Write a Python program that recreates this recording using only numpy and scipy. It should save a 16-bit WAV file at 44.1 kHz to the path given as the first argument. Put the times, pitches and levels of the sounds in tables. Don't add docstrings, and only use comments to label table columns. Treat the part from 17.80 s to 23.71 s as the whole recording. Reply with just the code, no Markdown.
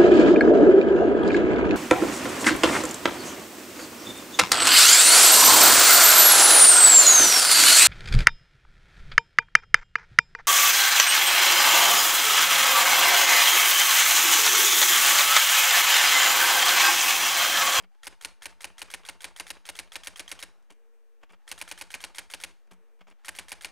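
import sys
import numpy as np
from scipy import signal
from scipy.fft import rfft, irfft
from scipy.io import wavfile
from scipy.ndimage import uniform_filter1d, map_coordinates

SR = 44100
rng = np.random.default_rng(int(sys.argv[2]) if len(sys.argv) > 2 else 0)


def wav_record(signal):
    frames = np.transpose(np.atleast_2d(signal))
    bounded = np.clip(frames, -1, 1)
    quanta = np.round(bounded * 32767).astype(np.int16)
    wavfile.write(sys.argv[1], SR, quanta)


def voltage_ratio(decibels):
    exponent = np.asarray(decibels, float) / 20
    return 10 ** exponent


N = 260631

# blow [t/s], blow [level/dB], rebound [level/dB], brightness re blow [level/dB]
LETTERS = [(0.2685, -32.5, -35.5, -5), (0.4477, -29, -35.5, -4.5), (0.656, -32.5, -38, -4.5),
           (0.8431, -29.5, -36.5, -5.5), (1.017, -31, -36, -6.5), (1.1382, -29, -35, -7),
           (1.2874, -30.5, -37, -7.5), (1.443, -28.5, -35.5, -7), (1.5981, -30, -37, -6),
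           (1.7032, -29.5, -34.5, -5), (1.8893, -30.5, -34.5, -8.5), (1.989, -30, -35.5, -5),
           (2.1555, -31, -37, -6.5), (2.271, -29.5, -37, -5), (2.3948, -30, -34.5, -7),
           (2.515, -29, -35.5, -5), (2.6262, -31.5, -35, -6), (3.7142, -30, -34.5, -4.5),
           (3.8136, -31, -35.5, -5), (3.913, -30.5, -36, -4.5), (4.0117, -32, -34.5, -5.5),
           (4.1405, -29, -34.5, -7.5), (4.239, -32, -36, -7), (4.383, -29.5, -34.5, -6),
           (4.537, -29.5, -35, -9), (4.637, -29.5, -35, -5.5), (5.4824, -33, -34, -5),
           (5.587, -29.5, -36.5, -5.5), (5.718, -32, -35, -4), (5.8463, -28.5, -37, -7)]
# near 700 Hz, 1.8 kHz, 3.6 kHz [level/dB each]
LETTER_TINTS = [(-1.5, 0.5, -0.5), (-2, -2.5, 0.0), (0, 0.5, 0.0), (1.5, -2.5, 1.0), (0, -1.5, 1),
                (-2.5, 0.5, -0.5), (0.5, 0.5, 1), (-1, 0.0, 0.5), (2.5, 1, -1.5), (-1.5, 1.5, 0.5),
                (2, -1.5, 0.5), (-1, -0.5, 0.5), (2.5, -0.5, 2), (-0.5, 0.0, 1), (0.5, -2.5, 1), (0.5, 0, -1),
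                (-0.5, 0, 0.5), (-1.5, -0.5, 0), (-1.5, -1, -0.5), (-0.5, -1, 1), (-0.5, -1, 0), (-2.5, 0, 0),
                (-0.5, -1.5, 2.5), (-3, 1.5, 0.5), (1, -2, 1), (-2, 0, 0.5), (-1.5, 1, -2), (-2, -1, -0.5),
                (-1.5, -0.5, 0.5), (-3.0, 0.5, 0)]
# low edge [f/Hz], high edge [f/Hz]
TINT_BANDS_HZ = [(450, 1100), (1300, 2600), (2600, 5000)]

# time re blow (PULL: re pull) [t/ms], [level/dB], rise [t/ms], t60 [t/ms]
PULL = [
    (0, 1, 0.65, 23.7),
    (2.5, -3, 3.5, 33),
]
TICKS = [
    (-25, -11.5, .4, 27),
    (-19.3, -15.5, 1, 26),
    (-11.6, -12.5, .3, 16),
]
TRAVEL = [
    (-23.5, -24, 1.5, 26),
    (-18.5, -23, 1, 25),
    (-10.5, -22, 1, 30),
]
TEETH = [
    (-46.5, -32, 0.88, 40),
    (18.5, -25, .6, 16),
    (24.5, -23.5, 0.54, 17),
    (29.5, -30, .6, 11),
    (35.5, -22.5, 0.94, 16),
    (42.5, -27, .6, 18),
    (57, -26.5, .6, 19),
]
BLOW = [
    (0.1, -3, 0.24, 13),
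    (0.1, 4.5, 0.92, 15.9),
    (3.99, -8, 1, 13),
]
REBOUND = [
    (6.5, 2.5, 0.35, 20.4),
    (8.2, 0.5, 0.64, 18.4),
    (12, -2, 0.91, 7.6),
    (16.5, -46, 1.1, 33),
]
STOP = [
    (55.6, -25.5, 3.9, 43),
    (64.2, -30.5, 2.8, 60),
]
# time re blow [t/ms], [level/dB], the same for every letter
STEP = [(8, -53.5), (14, -18.5), (22, -22.5), (30, -27.5), (45, -28.5), (60, -32.5), (70, -37.5), (78, -40),
        (110, -61)]

# [f/Hz], [level/dB]
PULL_TONE = [(88, -66), (150, -24.5), (960, -2.5), (1420, -3), (2060, 1), (2600, -8.5), (3350, 1.5),
             (4670, -6.5), (6510, -2), (7320, -8.5), (8400, -3.5), (11300, -7), (13400, -22), (16000, -26)]
TICK_TONE = [(180, -46), (400, -7.5), (1100, -10), (2100, -4), (3500, -8), (4400, -1.5), (6500, -7),
             (8000, -3), (9300, -1.5), (12000, -7.5), (13500, -16), (15200, -14), (16000, -25)]
BLOW_TONE = [(88, -38.5), (150, -22.5), (783, -12), (1310, -15), (1820, -8), (2350, 0.5), (2810, -1),
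             (5170, -7.5), (5700, -10), (6550, -10.5), (7220, -18.5), (9510, -9.5), (11600, -17),
             (15000, -36.5), (16500, -67)]
REBOUND_TONE = [(88, -42), (150, -23), (1070, -2.5), (1590, 0.5), (2350, -2.5), (2920, -1.5), (4600, -4.5),
                (5590, -5.5), (6550, -7.5), (8290, -3.5), (8970, 3), (11600, -6), (13600, -17.5),
                (15300, -16.5), (16500, -42)]
STEP_TONE = [(59, -37.5), (100, -4.5), (153, -9), (676, -3), (836, -2), (1280, -6), (1650, -4.5),
             (1800, -6), (2520, -6.5), (3400, -9), (4570, -8), (6020, -12), (9210, -12), (11400, -46),
             (16000, -54)]
CLUNK_TONE = [(59, -29), (100, 0.5), (1170, 5), (1950, -5.5), (2320, -0.5), (2630, -6.5), (3540, -16),
              (4200, -25), (4870, -14), (7450, -17.5), (9020, -29), (9820, -61), (16000, -43)]
LATCH_TONE = [(900, -25), (2100, -5.5), (2500, -6), (3200, -1), (3800, -11.5), (5000, -13), (7000, -26)]
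SNAP_TONE = [(400, 5), (2100, -16), (4400, -4), (9300, 0), (11500, -5.5), (13000, -12), (16000, -34)]
# [f/Hz], [level/dB]
DRIVE_TONE = [(200, -3), (600, 5.5), (1400, -11), (2500, -0.5), (3300, -20), (6500, -33), (8100, -8),
              (9000, -13), (14000, -20)]
WHIRR_TONE = [(400, -26), (1100, -6), (1500, 0), (2300, -8), (3500, -9.5), (9000, -38.5)]
WHEEL_HISS_TONE = [(2000, -30), (4500, 0), (8000, -2), (12000, -8), (16000, -20)]
# [f/Hz], [level/dB]
LOW_FLOOR = [(12, -43), (20, -14.5), (38, -19), (54, -8), (70, -9), (108, -11.5), (142, -27), (185, -13.5),
             (240, -13.5), (299, -12), (436, -8.5), (710, -9.5), (1010, -11), (1180, -12), (1680, -12),
             (1840, -13), (2010, -17), (2460, -19), (2630, -20), (4000, -28), (5200, -58), (8800, -120)]
HIGH_FLOOR = [(1500, -31.5), (3000, -2), (4700, -4), (6500, 3), (8000, -12), (9500, -13), (12000, -17),
              (16000, -28)]
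# idle [level/dB], added by a letter [level/dB], rise [t/s], t60 [t/s]
LOW_STIR = (-73.5, -62.5, 0.15, 1.5)
HIGH_STIR = (-91, -68, -8.5, 4.5)

# [f/Hz], width [f/Hz], [level/dB]
FRAME = [(814, 440, 0.5), (1180, 110, 0), (1617, 176, 6), (1837, 126, 6.5), (2128, 88, 5.5),
         (2322, 300, 5.5), (2804, 210, 2.5), (3360, 98, 0), (3860, 145, 2), (4510, 110, 2),
         (6670, 380, 3.5), (7300, 270, -3), (9850, 850, -2.5)]
# [f/Hz], [level/dB], t60 [t/s], start re blow [t/ms]
CASE = [(63.1, -50.5, 0.29, 4), (88, -33, 0.1, 6), (74, -46.5, 0.23, 54.5), (180.4, -44, 0.29, 14),
        (299.3, -27.5, 0.07, 3.5), (343.2, -42, 0.27, -1), (436, -31.5, 0.061, 3.5), (556, -22, 0.035, 3.5),
        (858, -12.5, 0.02, 0.56), (1031, -23.5, 0.035, 0)]
# column 0 [f/Hz], [level/dB], column 16 [f/Hz], [level/dB], t60 [t/ms]
SOLENOID = [(1344, -43.5, 1400, -66, 26), (1630, -60, 4000, -71, 25), (1857, -42, 1100, -48, 29.5),
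            (2090, -52, 2200, -60, 30), (2450, -59, 2800, -49, 24.4), (2830, -49.5, 2500, -53, 31),
            (3220, -41.5, 3180, -37.5, 21.4), (3660, -54, 3310, -41.5, 22), (4190, -57, 3100, -36.5, 28),
            (5380, -51, 4900, -51, 22), (5600, -68, 5512, -47.5, 22), (6370, -57, 6341, -42.5, 29),
            (6830, -50, 4600, -57, 20)]
HAMMER = [(1496, -37, 1385, -45, 38), (1950, -50, 2020, -39.5, 18), (2340, -34.5, 2227, -41, 15.4),
          (2470, -33.5, 2476, -43, 24), (2890, -29, 2790, -44, 17.2), (3353, -39, 3270, -38.5, 26),
          (3920, -46, 3811, -32.5, 20), (4277, -35.5, 4700, -45, 21.5), (5000, -37, 5300, -39, 16),
          (5050, -37, 4660, -65, 20), (6390, -56, 5600, -25, 8.4)]
RIBBON = [(1480, -58.5, 1200, -55, 20), (2090, -47, 1900, -45.5, 18), (3250, -54, 3800, -53.5, 20),
          (2384, -44.5, 2300, -49.5, 11)]
SWING = [(510, -56, 640, -56, 25), (1170, -47, 930, -51.5, 16), (1580, -48, 1600, -45, 29),
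         (2150, -47.5, 2050, -48, 26), (3390, -54.5, 3300, -58, 33), (5800, -56, 6000, -57.5, 39)]
GUIDE = [(9030, -39.5, 8400, -49.5, 10), (9470, -44, 9500, -42, 13), (15000, -56, 14800, -55, 12)]

# start [t/s], stop [t/s], whine at start, halfway, stop [level/dB each]
WHEEL = [
    (.112, 2.8, -74, -74.5, -79),
    (3.6, 4.8, -74, -75, -80),
    (5.385, 5.91, -70.5, -72, -71),
]
# ribbon lift [t/s], halt [t/s], step rate [f/Hz], hum [level/dB], lift [level/dB]
MOVES = [
    (-.6, -0.071, 462, -72, 0),
    (2.904, 3.427, 461, -70, -0.5),
    (4.9138, 5.205, 460, -70, 0),
]
# time re lift or halt [t/ms], dull [level/dB], sharp [level/dB], rise [t/ms], t60 [t/ms]
LIFT = [
    (-6.5, -53.5, -77.5, 4.4, 45),
    (-1.5, -54, -53, 1.3, 42),
    (6, -57.5, -54, 1.2, 37),
    (17, -63.5, -60, 1.1, 75),
]
HALT = [(-14.5, -64, -79, 4, 50), (-3.5, -68, -80, 3.3, 44), (2, -60.5, -73, 0.88, 41),
        (6, -55.5, -83, 1.9, 51), (18.5, -74, -80, 2.2, 35), (64.5, -56, -83, 3.2, 62),
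        (75, -56.5, -66, 2.2, 55), (84, -69, -76, 2.2, 41), (94, -65.5, -56, 1.6, 44),
        (105, -56.5, -72, 1.5, 58), (113, -58.5, -78, 2.3, 36)]
# [t/s], dull [level/dB], sharp [level/dB]
KNOCKS = [(0.1208, -74, -90), (0.148, -64.5, -74), (0.325, -55, -80), (2.074, -53, -67), (2.824, -71, -68),
          (3.668, -66, -69.5), (4.872, -67, -72), (5.437, -73, -83), (0.511, -62, -78), (0.714, -61, -76),
          (.723, -57, -76), (.9, -53.5, -78), (.917, -64, -83), (1.083, -53, -76), (1.233, -51, -76),
          (1.509, -56, -76), (1.768, -51, -76), (2.331, -54.5, -78), (2.459, -58, -78), (2.578, -56, -78),
          (4.072, -73, -82), (4.297, -57, -80), (4.458, -65, -80), (4.703, -61, -78), (5.542, -54, -78),
          (5.78, -58, -78)]

# [f/Hz], t60 [t/s]
ROOM = [(100, 0.36), (1000, 0.31), (4000, 0.4), (12000, 0.29)]
# [f/Hz], [level/dB]
SPREAD = [(50, 4), (100, -18.5), (180, -14), (350, -19.5), (800, -12.5), (1300, -22.5), (2500, -31),
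          (4000, -17), (5000, -11), (6200, -22), (8000, -34.5), (11000, -35.5), (14000, -9.5), (16500, -15)]
PLACE = [(20, -20), (48, -2), (100, -0.5), (140, -7), (181, 0), (240, -0.5), (320, -0.5), (420, 1),
         (20000, -1)]
OFFSET = [
    [-.00214],
    [.00154],
]

T_S = np.arange(N) / SR
PRE = 2000
ROW_MS = (np.arange(8000) - PRE)[None] / SR * 1000
BLOW_S, BLOW_DB, REBOUND_DB, BRIGHT_DB = np.transpose(LETTERS)
EVEN_DB = np.zeros(len(BLOW_S))
HARD_DB = BLOW_DB - BLOW_DB.mean()
FIRST = np.diff(BLOW_S, prepend=-1) > .5
COLUMN = np.arange(len(FIRST)) - np.maximum.accumulate(FIRST * np.arange(len(FIRST)))
LEAD_MS = 36.2
PULL_LEAD_MS = (LEAD_MS + 0.47 * HARD_DB + 0.724 * FIRST)[:, None]


def unit(x):
    return x / np.sqrt(np.mean(x ** 2) + 1e-20)


def noise():
    return rng.standard_normal(N)


def along(points, hz):
    f, v = np.transpose(points)
    return np.interp(np.log(hz + 1), np.log(f + 1), v)


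def wobble(rate_hz):
    knots = rng.standard_normal(int(N * rate_hz / SR) + 4)
    return map_coordinates(knots, [np.arange(N) * rate_hz / SR])


def colour(x, tone, ring=0, size=8192):
    hz = np.fft.rfftfreq(size, 1 / SR)
    bumps_db = sum(db / (1 + (2 * (hz - centre) / width) ** 2) for centre, width, db in FRAME)
    response_db = np.maximum(along(tone, hz), -90) + ring * bumps_db
    fold = np.r_[1, np.full(size // 2 - 1, 2), 1, np.zeros(size // 2 - 1)]
    cepstrum = irfft(np.log(voltage_ratio(response_db))) * fold
    kernel = irfft(np.exp(rfft(cepstrum)))[:size // 2]
    return signal.fftconvolve(x, kernel / np.linalg.norm(kernel))[:N]


def burst(t, db, rise, t60):
    t = np.maximum(t, 0)
    return voltage_ratio(db - 60 * t / t60) * (1 - np.exp(-t / rise))


def gate(start_s, stop_s, ramp):
    return uniform_filter1d((T_S > start_s) * (T_S < stop_s) * 1., ramp)


def lay(rows):
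    at = np.round(BLOW_S[:, None] * SR).astype(int) + np.arange(rows.shape[1]) - PRE
    return np.bincount(at.ravel(), rows.ravel(), N + SR)[:N]


def chain(contacts, scatter_ms, scatter_db, shift_ms=0):
    chance = rng.standard_normal((len(LETTERS), len(contacts), 2))
    total = 0
    for k, (at, db, rise, t60) in enumerate(contacts):
        ms = ROW_MS + shift_ms - at - scatter_ms * chance[:, k, :1]
        total = total + burst(ms, db + scatter_db * chance[:, k, 1:], rise, t60)
    return total


def cycle(envelope, db, alike):
    common = rng.standard_normal(envelope.shape[1])
    own = rng.standard_normal(envelope.shape)
    push = rfft(envelope * (np.sqrt(alike) * common + np.sqrt(1 - alike) * own))
    power = np.abs(uniform_filter1d(np.abs(push) ** 2, 40)) + 1e-20
    push = push * (power.mean(axis=1)[:, None] / power) ** .22
    return lay(irfft(push) * voltage_ratio(db)[:, None])


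def rings(modes, start_ms, db, rise_ms):
    skip = PRE - 100 + int(np.min(start_ms) * SR / 1000)
    t_ms = (np.arange(1400)[None] + skip - PRE) / SR * 1000 - start_ms
    way = COLUMN[:, None] / 16
    chance = rng.standard_normal((len(LETTERS), len(modes), 3))
    phase = rng.uniform(0, 2 * np.pi, len(modes))
    rows = 0
    for k, (hz_0, db_0, hz_16, db_16, t60) in enumerate(modes):
        hz = (hz_0 + (hz_16 - hz_0) * way) * (1 + .012 * chance[:, k, 1:2])
        mode_db = db_0 + (db_16 - db_0) * way + 1.8 * chance[:, k, :1]
        tone = np.sin(2 * np.pi * hz * t_ms / 1000 + phase[k] + .5 * chance[:, k, 2:])
        rows = rows + burst(t_ms, mode_db, rise_ms, t60) * tone
    return lay(np.pad(rows * voltage_ratio(db)[:, None], ((0, 0), (skip, 0))))


def room(x, scale, size=4096):
    pieces = np.pad(x, (0, -N % size)).reshape(-1, size)
    hz, t, z = signal.stft(rng.standard_normal((len(pieces), SR // 3)), SR, nperseg=256)
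    decay = voltage_ratio(-60 * t / (scale * along(ROOM, hz)[:, None]))
    tails = signal.istft(z * decay, SR, nperseg=256)[1]
    tails = tails / np.linalg.norm(tails, axis=1)[:, None]
    wet = signal.fftconvolve(pieces, tails, axes=1)
    at = np.arange(len(wet))[:, None] * size + np.arange(wet.shape[1])
    return np.bincount(at.ravel(), wet.ravel())[:N]


def stirred(idle_db, letter_db, rise_s, t60_s):
    t = np.maximum(np.arange(0, N, 64) / SR - BLOW_S[:, None] + LEAD_MS / 1000, 0)
    power = voltage_ratio(2 * idle_db) + np.sum(burst(t, letter_db, abs(rise_s), t60_s) ** 2, axis=0)
    return np.interp(np.arange(N) / 64, np.arange(len(power)), np.sqrt(power))


def floor():
    low = unit(colour(noise(), LOW_FLOOR)) * stirred(*LOW_STIR)
    high = unit(colour(noise(), HIGH_FLOOR)) * stirred(*HIGH_STIR)
    return low * voltage_ratio(-3.5 + 1.6 * wobble(6.9)) + high * voltage_ratio(-1.5 + wobble(6.2))


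def carriage_motor():
    out = np.zeros(N)
    grind = voltage_ratio(-10.5 + 2.3 * wobble(28)) * colour(noise(), DRIVE_TONE)
    for start, stop, hz, db, _ in MOVES[1:]:
        under_way = start + 0.0052
        step_hz = hz - 12 * np.exp(-np.abs(T_S - start) / .025) + 1.5 * wobble(25) + 11 * wobble(140)
        phase = 2 * np.pi * np.cumsum(step_hz) / SR
        tone = np.sin(phase)
        for harmonic, harmonic_db in ((2, -20.5), (3, -24.0), (4, -21.0)):
            tone = tone + voltage_ratio(harmonic_db) * np.sin(harmonic * phase)
        tone = tone * (1 - np.exp(-np.maximum(T_S - under_way, 0) / 0.0051))
        swell = voltage_ratio(2.6 * wobble(40) + .6 * wobble(9) - 2.2)
        out += gate(under_way, stop - .004, 500) * voltage_ratio(db) * (swell * tone + grind)
    return out


def wheel_motor():
    out = np.zeros(N)
    whine_hz, start_hz = 893, 760
    hiss = voltage_ratio(1.5 * wobble(40)) * colour(noise(), WHEEL_HISS_TONE)
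    whirr = voltage_ratio(-6.5 + 2.1 * wobble(45)) * colour(noise(), WHIRR_TONE)
    drift_hz = 7 * wobble(20) + 22 * wobble(250)
    beads = voltage_ratio(3.2 * wobble(60))
    for start, stop, *db in WHEEL:
        ends = np.exp(-np.abs(T_S - start) / .055) + np.exp(-np.abs(T_S - stop) / .08)
        phase = 2 * np.pi * np.cumsum(whine_hz + (start_hz - whine_hz) * ends + drift_hz) / SR
        tone = beads * (np.sin(phase) + voltage_ratio(-13) * np.sin(2 * phase))
        level_db = np.interp(T_S, [start, (start + stop) / 2, stop], db) + 2.5
        out += gate(start, stop + .07, 3000) * voltage_ratio(-83) * hiss
        out += gate(start, stop, 300) * voltage_ratio(level_db) * (tone + whirr)
    return out


def clunks():
    dull, sharp = np.zeros((2, N + 2 * SR))
    ms = np.arange(SR // 5) / SR * 1000
    contacts = [(s, dull_db, sharp_db, 1.4, 37) for s, dull_db, sharp_db in KNOCKS]
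    for lift, halt, _, _, lift_db in MOVES:
        for at, dull_db, sharp_db, rise, t60 in LIFT:
            contacts.append((lift + at / 1000, dull_db + lift_db, sharp_db + 3 * lift_db, rise, t60))
        for at, *rest in HALT:
            contacts.append((halt + at / 1000, *rest))
    for s, dull_db, sharp_db, rise, t60 in contacts:
        span = slice(round(s * SR) + SR, round(s * SR) + SR + len(ms))
        dull[span] += burst(ms, dull_db + 2.5, rise, t60)
        sharp[span] += burst(ms, sharp_db + 3.5, 0.99 * rise, 0.55 * t60)
    dull, sharp = dull[SR:][:N], sharp[SR:][:N]
    lumps = noise() * voltage_ratio(3.0 * wobble(400))
    grit = noise() * voltage_ratio(1.9 * wobble(500))
    boom_tone = [(60, -36), (95, -14.0), (150, -44), (181, 0), (215, -8), (300, -5.5), (400, -59.5)]
    body = colour(dull * lumps, CLUNK_TONE, ring=0.5)
    snap = colour(sharp * grit, SNAP_TONE, ring=0.22)
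    boom = colour((sharp + 0.24 * dull) * lumps, boom_tone)
    latch = colour(dull * grit, LATCH_TONE, ring=0.91)
    return body + snap + voltage_ratio(-6.0) * boom + voltage_ratio(-4) * latch


def case_ring():
    detune = 1 + .022 * rng.standard_normal((len(LETTERS), 1))
    rows = 0
    for hz, db, t60_s, at in CASE:
        loss_db = (hz > 700) * 13 * (COLUMN / 16) ** 3
        mode_db = db + (rng.normal(0, 0.58, len(LETTERS)) - loss_db)[:, None]
        tone = np.sin(2 * np.pi * hz * detune * (ROW_MS - at) / 1000)
        rows = rows + burst(ROW_MS - at, mode_db, 400 / hz + 0.77, 1000 * t60_s) * tone
    return voltage_ratio(-20.0) * lay(rows)


def carriage_step():
    envelope = voltage_ratio(np.interp(ROW_MS, *np.transpose(STEP), -200, -200))
    step = cycle(np.repeat(envelope, len(LETTERS), axis=0), EVEN_DB - 30.5, alike=0.26)
    teeth = cycle(chain(TEETH, 0.45, 2.2), EVEN_DB - 30.5, alike=0.58)
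    stop = cycle(chain(STOP, 1.9, 2.7), EVEN_DB - 27.5, alike=0.092)
    rattle = voltage_ratio(2.16 * wobble(150) + 2.4 * wobble(40))
    gear = colour(step * rattle + voltage_ratio(-1.0) * teeth, STEP_TONE, ring=0.3)
    tooth_ticks = voltage_ratio(-12.5) * colour(teeth, TICK_TONE, ring=0.4)
    return gear + tooth_ticks + colour(stop, CLUNK_TONE, ring=0.3)


def solenoid():
    pull = cycle(chain(PULL, .3, .8, PULL_LEAD_MS), EVEN_DB - 41, alike=.5)
    travel = cycle(chain(TRAVEL, 0.223, 0.72), EVEN_DB - 27.5, alike=0.08)
    return colour(pull + travel, PULL_TONE, ring=0.67) + rings(SOLENOID, -PULL_LEAD_MS, EVEN_DB, 0.9)


def ribbon_and_petals():
    ticks = cycle(chain(TICKS, .25, 1.2), EVEN_DB - 30, alike=.3)
    arm = rings(RIBBON, -24, EVEN_DB, 1.3)
    guide = rings(GUIDE, -25.2, EVEN_DB, 0.33)
    return colour(ticks, TICK_TONE, ring=0.69) + arm + guide


def hammer():
    blow = cycle(chain(BLOW, .05, .7), BLOW_DB, alike=.35)
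    rebound = cycle(chain(REBOUND, .3, 1.2), REBOUND_DB, alike=.4)
    high = signal.sosfilt(signal.butter(2, 5500, "high", fs=SR, output="sos"), blow)
    sharp = voltage_ratio(np.interp(T_S, BLOW_S, BRIGHT_DB + 13.5))
    blow = blow + (sharp - 1) * high
    struck = colour(blow, BLOW_TONE, ring=1.04) + colour(rebound, REBOUND_TONE, ring=0.81)
    return struck + rings(SWING, -6.3, EVEN_DB, 1.0) + rings(HAMMER, -0.21, HARD_DB, 0.74)


def letter_tint(x):
    knots_s = BLOW_S[:, None] + [-.006, -.003, .017, .025]
    for edges_hz, db in zip(TINT_BANDS_HZ, np.transpose(LETTER_TINTS)):
        knots_db = db[:, None] * [0, 1, 1, 0]
        gain = voltage_ratio(np.interp(T_S, knots_s.ravel(), knots_db.ravel()))
        band = signal.butter(1, edges_hz, "band", fs=SR, output="sos")
        x = x + (gain - 1) * signal.sosfiltfilt(band, x)
    return x


def letters():
    return letter_tint(case_ring() + carriage_step() + solenoid() + ribbon_and_petals() + hammer())


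def scene():
    dry = clunks() + carriage_motor() + wheel_motor() + letters()
    echo_s = .022
    send = np.roll(colour(dry, [(6000, 0.1), (9500, -1.0), (12000, -3)]), round(echo_s * SR))
    mid = colour(floor() + dry + voltage_ratio(-22.0) * room(send, 0.9), PLACE)
    tail_tone = [(100, -4), (800, 1.5), (2500, 0.0), (6000, -3.5), (9000, -10), (12000, -19)]
    near = colour(room(mid, 0.063, size=16384), SPREAD)
    tail = colour(room(send, 0.8, size=16384), tail_tone)
    side = voltage_ratio(-20.0) * near + voltage_ratio(-36.5) * tail
    return np.array([voltage_ratio(-1.18) * mid + side, voltage_ratio(-0.92) * mid - side])


def roll_off(x):
    return signal.sosfilt(signal.butter(12, 16810, fs=SR, output="sos"), x)


def record(dry):
    hiss_tone = [(20, 12.0), (40, 12), (60, 22), (100, 6), (140, -8), (200, -2.0), (1000, 10.0),
                 (15600, 4), (15900, -37.0)]
    hiss = np.array([colour(noise(), hiss_tone) for _ in dry])
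    band_limit = signal.butter(12, 16350, fs=SR, output="sos")
    mix = signal.sosfiltfilt(band_limit, dry + voltage_ratio(-83) * hiss) + OFFSET
    return roll_off(mix)


dry = scene()
out = record(dry)
wav_record(out)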